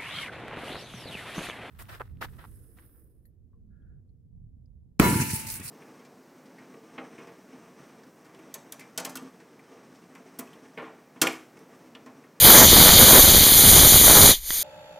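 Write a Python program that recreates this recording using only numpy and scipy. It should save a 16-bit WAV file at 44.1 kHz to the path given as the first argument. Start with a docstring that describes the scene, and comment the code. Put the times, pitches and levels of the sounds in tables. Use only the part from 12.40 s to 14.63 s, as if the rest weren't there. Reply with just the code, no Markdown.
"""Model rocket motor on a stick

Outdoors, close up, on one mono microphone with deep notches in its treble. The jet hisses over a dense
crackle of small shocks and blunt pressure jolts, then cuts off with a falling swish as the fuel is spent.
The smouldering casing pops once; its weaker hiss is heard swelling back as the recorder's gain recovers
after the loud burn (drawn as a level curve). The air rumbles faintly throughout."""
import sys
import numpy as np
from scipy import signal
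from scipy.fft import rfft, irfft
from scipy.io import wavfile

SR = 44100
rng = np.random.default_rng(int(sys.argv[2]) if len(sys.argv) > 2 else 0)


def transcribe(u):
    """Save the signal u as a 16-bit wav file named by the first command-line argument.

    u: samples, shape (n,) or (channels, n), limited to [-1, 1]; the rate is SR.
    q: integer samples, one column per channel.
    """
    v = np.clip(np.atleast_2d(u).T, -1, 1)
    q = np.round(v * 32767).astype(np.int16)
    wavfile.write(sys.argv[1], SR, q)


N = 98343

# the jet's hiss in four bands, low to high, before trims: time_s, band1_db, band2_db, band3_db, band4_db
HISS_LEVELS = [(0.0, -23, -26, -24, -21), (0.042, -16.5, -22.5, -15.5, -11.5),
               (0.11, -15.5, -18.5, -14, -10.5), (0.206, -16, -14.5, -14.5, -14.5),
               (0.254, -17.5, -16.5, -17.5, -14), (0.28, -17, -19, -18, -19),
               (0.374, -15.5, -20, -16, -13.5), (0.56, -15.5, -18, -18, -16),
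               (0.592, -16.5, -18.5, -15.5, -13.5), (0.804, -17.5, -18, -16.5, -12),
               (0.878, -17.5, -18, -18, -16), (1.122, -18.5, -24.5, -19, -16.5),
               (1.19, -20, -20, -16.5, -14), (1.258, -18, -23, -16.5, -15), (1.296, -18, -17, -15.5, -15),
               (1.48, -18.5, -19.5, -18, -15.5), (1.84, -19.5, -17.5, -15, -13.5),
               (1.9, -16.5, -18.5, -18, -16)]
# bounds of those bands: edge_hz
HISS_EDGES = [2700, 5490, 7880, 10940, 16000]
# gain added to each band: trim_db
HISS_TRIMS = [2.12, 3.2, 2.3, 1.64]
# spectrum of the hiss: frequency_hz, gain_db
HISS_COLOUR = [(2700, -0.5), (3400, 1), (4200, 0), (5000, -5), (6000, -1.5), (6800, 0.5), (7600, -3),
               (8600, -3), (9200, 1), (9700, 3.5), (10300, 3), (11500, -3), (12700, 0.5), (14000, -2),
               (15200, -6.5)]
# spectrum of the rush just under the hiss: frequency_hz, gain_db
RUSH_COLOUR = [(100, -5), (700, -12), (1400, -14), (2200, -1), (2700, 3.5), (3300, -38), (6000, -50)]
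# strength of the crackle, before its trim: time_s, level_db
CRACKLE_LEVELS = [(0.0, -40), (0.058, -18.5), (0.226, -15), (0.274, -27), (0.48, -18), (0.55, -30.5),
                  (0.592, -21), (0.798, -17), (0.808, -24.5), (1.052, -30), (1.062, -25.5), (1.078, -30.5),
                  (1.444, -21.5), (1.492, -32), (1.56, -25), (1.576, -32.5), (1.72, -18.5), (1.9, -24)]
# spectrum of the crackle: frequency_hz, gain_db
CRACKLE_COLOUR = [(40, -51), (150, -3), (350, -0.5), (1200, 0), (2300, 1.5), (3500, -6), (6000, 4),
                  (15000, -32)]
# strength of the pressure jolts, before their trim: time_s, level_db
JOLT_LEVELS = [(0, -38), (.045, -18.5), (.19, -27.5), (.262, -17), (.3, -22), (.335, -18), (.44, -20),
               (.7, -21), (.95, -20), (1.07, -20), (1.095, -40), (1.125, -28), (1.3, -19.5), (1.45, -18.5),
               (1.495, -29.5), (1.54, -14.5), (1.585, -26), (1.7, -22), (1.79, -23), (1.856, -18.5),
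               (1.9, -27)]
# high resonance of the jet, strongest late in the burn: time_s, pitch_hz, level_db
SING_PATH = [(0, 9870, -32), (.17, 9950, -25), (.4, 9900, -28), (1.1, 9720, -25.5), (1.3, 9450, -17.5),
             (1.55, 9580, -21), (1.8, 9580, -15), (1.9, 9600, -22)]
# spectrum of the air's rumble: frequency_hz, gain_db
RUMBLE_COLOUR = [(15, 6.5), (35, 4), (80, -4.5), (160, -30), (500, -33), (2000, -79)]
# the jet's strongest single shocks: start_s, relative_level_db
CRACKS = [(0.253, -8), (0.321, -6), (0.33, -4), (0.377, -7.5), (0.493, -6.0), (0.531, -12), (0.605, -5.0),
          (0.632, 0), (0.732, -3), (0.784, -1.5), (0.887, -10), (0.894, -14), (0.949, -2), (1.004, -13),
          (1.067, -7), (1.121, -8), (1.24, -9), (1.364, -6.0), (1.456, -5), (1.475, -7), (1.534, -12),
          (1.614, -5.5), (1.653, -12), (1.765, -6), (1.847, -6), (1.893, -5)]
# resonance that sinks as the flame dies: time_s, pitch_hz, level_db
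SWISH_PATH = [(1.85, 4680, -50), (1.89, 4200, -28), (1.92, 3664, -21), (1.95, 3250, -27.5),
              (1.975, 3080, -54), (2.02, 3100, -77)]
# casing hiss as heard while the recorder's gain recovers, first level held from 0 s: time_s, level_db
SMOULDER_LEVELS = [(1.93, -27), (2.0, -39.5), (2.04, -34), (2.09, -26), (2.14, -21.5), (2.2, -22),
                   (2.23, -22.5)]
# spectrum of the casing's hiss: frequency_hz, gain_db
SMOULDER_COLOUR = [(100, -19), (600, -15.5), (1400, -17.5), (2200, -7), (3400, -2.5), (5000, -3.5),
                   (6700, 2.5), (8000, -7), (9000, 0.5), (9550, 6), (10400, -4.5), (12500, 3.5),
                   (15000, -5.5)]
# ring of the casing when it pops: pitch_hz, relative_level_db, t60_s
POP_MODES = [(395, -14, 0.014), (1970, -3.5, 0.014), (3300, 1.5, 0.0085), (3950, -6, .004),
             (4480, -7, 0.0066)]
# notches of the microphone: centre_hz, half_width_hz
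MIC_NOTCHES = [(2705, 450), (5495, 440), (7880, 676), (7890, 220), (10940, 620)]

HISS_BURNOUT = dict(start_s=1.911, fall_db_per_s=404)
SHOCK_BURNOUT = dict(start_s=1.912, fall_db_per_s=750)
TIME_S = np.arange(N) / SR
BIN_HZ = np.arange(N + 1) * SR / (2 * N)


def undb(db):
    """Decibels to amplitude."""
    return 10 ** (np.asarray(db) / 20)


def unit(x):
    """Scale to rms 1."""
    return x / np.sqrt(np.mean(x ** 2))


def curve(rows, column=1):
    """A column of a table, joined by straight lines in time."""
    rows = np.array(rows)
    return np.interp(TIME_S, rows[:, 0], rows[:, column])


def shape(x, gain):
    """Filter by a gain for each frequency."""
    return irfft(rfft(x, 2 * N) * gain)[:N]


def colour(points):
    """Gain for each frequency from (Hz, dB) points."""
    hz, db = np.array(points).T
    return undb(np.interp(np.log(BIN_HZ + 1), np.log(hz), db))


def noise(gain):
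    """Coloured noise of rms 1."""
    return unit(shape(rng.standard_normal(N), gain))


def wander(per_s):
    """Glide between random values, per_s of them a second."""
    return np.interp(TIME_S * per_s, np.arange(N), rng.standard_normal(N))


def lag(x, seconds):
    """One-pole smoothing."""
    pole = np.exp(-1 / (SR * seconds))
    return signal.lfilter([1 - pole], [1, -pole], x)


def shocks(per_s, fall_s, scatter_db):
    """Sudden pressure steps of either sign at random moments, each relaxing back."""
    hits = rng.random(N) < per_s / SR
    signs = np.sign(rng.standard_normal(N))
    sizes = undb(scatter_db * np.clip(rng.standard_normal(N), -2, 2))
    return lag(hits * signs * sizes / np.sqrt(per_s), fall_s)


def burnout(start_s, fall_db_per_s):
    """Full strength until the fuel is spent, then a fast fall."""
    return undb(-fall_db_per_s * np.maximum(TIME_S - start_s, 0))


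def resonance(path, width_hz):
    """A narrow band of noise whose centre and level move."""
    lowpass = 1 / (1 + (2 * BIN_HZ / width_hz) ** 4)
    phase = 2 * np.pi * np.cumsum(curve(path)) / SR
    band = noise(lowpass) * np.cos(phase) + noise(lowpass) * np.sin(phase)
    return band * undb(curve(path, column=2))


def jet_hiss(rush_trim_db=-6.5, flicker_db=0.92, flutter_db=0.5):
    """The jet's treble bands flicker alone and flutter together, over a rush that follows the lowest."""
    hiss = noise(colour(RUSH_COLOUR)) * undb(curve(HISS_LEVELS) + rush_trim_db)
    for k, trim_db in enumerate(HISS_TRIMS):
        in_band = (BIN_HZ >= HISS_EDGES[k]) & (BIN_HZ < HISS_EDGES[k + 1])
        level_db = curve(HISS_LEVELS, column=k + 1) + trim_db + flicker_db * wander(per_s=45)
        hiss += noise(colour(HISS_COLOUR) * in_band) * undb(level_db)
    flutter = undb(flutter_db * wander(per_s=130))
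    return hiss * flutter * burnout(**HISS_BURNOUT)


def jet_crackle(trim_db=1.7):
    """Small shocks in the jet crowd closer as the crackle grows louder."""
    level_db = curve(CRACKLE_LEVELS)
    per_s = 1100 * undb(level_db + 20)  # 1100 a second where the table reads -20 dB
    steps = shocks(per_s, fall_s=0.00022, scatter_db=3)
    crackle = unit(shape(steps, colour(CRACKLE_COLOUR)))
    return crackle * undb(level_db + trim_db) * burnout(**SHOCK_BURNOUT)


def jet_jolts(rise_s=0.00008, limit_rms=1.76, trim_db=-0.5):
    """Slower, blunter pressure jolts make the jet's bass."""
    jolts = lag(shocks(per_s=170, fall_s=0.0015, scatter_db=1.5), rise_s)
    jolts -= lag(jolts, seconds=0.0066)  # take out the slow drift
    jolts = np.tanh(unit(jolts) / limit_rms)  # jolts that pile up level off
    return unit(jolts) * undb(curve(JOLT_LEVELS) + trim_db) * burnout(**SHOCK_BURNOUT)


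def jet_sing():
    """A high resonance sings in the hiss while the fuel burns."""
    return resonance(SING_PATH, width_hz=530) * burnout(**HISS_BURNOUT)


def air_rumble(level_db=-41.5):
    """The open air rumbles low and steady at the microphone."""
    return noise(colour(RUMBLE_COLOUR)) * undb(level_db)


def jet_cracks(rise_s=0.00008, fall_s=0.00071, trim_db=0.5):
    """Lone shocks stand out of the crackle: a steep front, then the pressure relaxes."""
    fronts = np.zeros(N)
    for start_s, level_db in CRACKS:
        fronts[int(start_s * SR)] += undb(level_db + trim_db) * rng.choice([-1, 1])
    relaxing = lag(fronts, fall_s) * fall_s * SR  # scaled to keep each front's height
    return lag(relaxing, rise_s)


def dying_swish():
    """A resonance of the jet sinks as the flame dies."""
    return resonance(SWISH_PATH, width_hz=740)


def casing_smoulder():
    """The casing's thin hiss, heard dipping, then swelling as the recorder's gain recovers (drawn in)."""
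    return noise(colour(SMOULDER_COLOUR)) * undb(curve(SMOULDER_LEVELS))


def casing_pop(start_s=2.1059, gain_db=-15):
    """One small pop rings the spent casing for a moment."""
    age_s = np.maximum(TIME_S - start_s, 0)
    ring = np.zeros(N)
    for pitch_hz, level_db, t60_s in POP_MODES:
        ring += np.sin(2 * np.pi * pitch_hz * age_s) * undb(level_db - 60 * age_s / t60_s)
    return ring * undb(gain_db)


def scene():
    """The motor close by in open air, the same in both channels."""
    jet = jet_hiss() + jet_crackle() + jet_jolts() + jet_cracks() + jet_sing() + dying_swish()
    mono = jet + casing_smoulder() + casing_pop() + air_rumble()
    return np.array([mono, mono])


def record(dry, notch_floor=0.005, top_hz=15250):
    """The microphone carves its notches, peaks past full scale clip, and the top is cut."""
    response = 1
    for centre_hz, half_width_hz in MIC_NOTCHES:
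        detuning = centre_hz ** 2 - BIN_HZ ** 2
        damping = 2j * BIN_HZ * half_width_hz
        response = response * (detuning + damping * notch_floor) / (detuning + damping)
    clipped = np.clip([shape(channel, response) for channel in dry], -1, 1)
    top_cut = signal.firwin(1023, top_hz, fs=SR)
    return np.array([np.convolve(channel, top_cut, "same") for channel in clipped])


dry = scene()
out = record(dry)
transcribe(out)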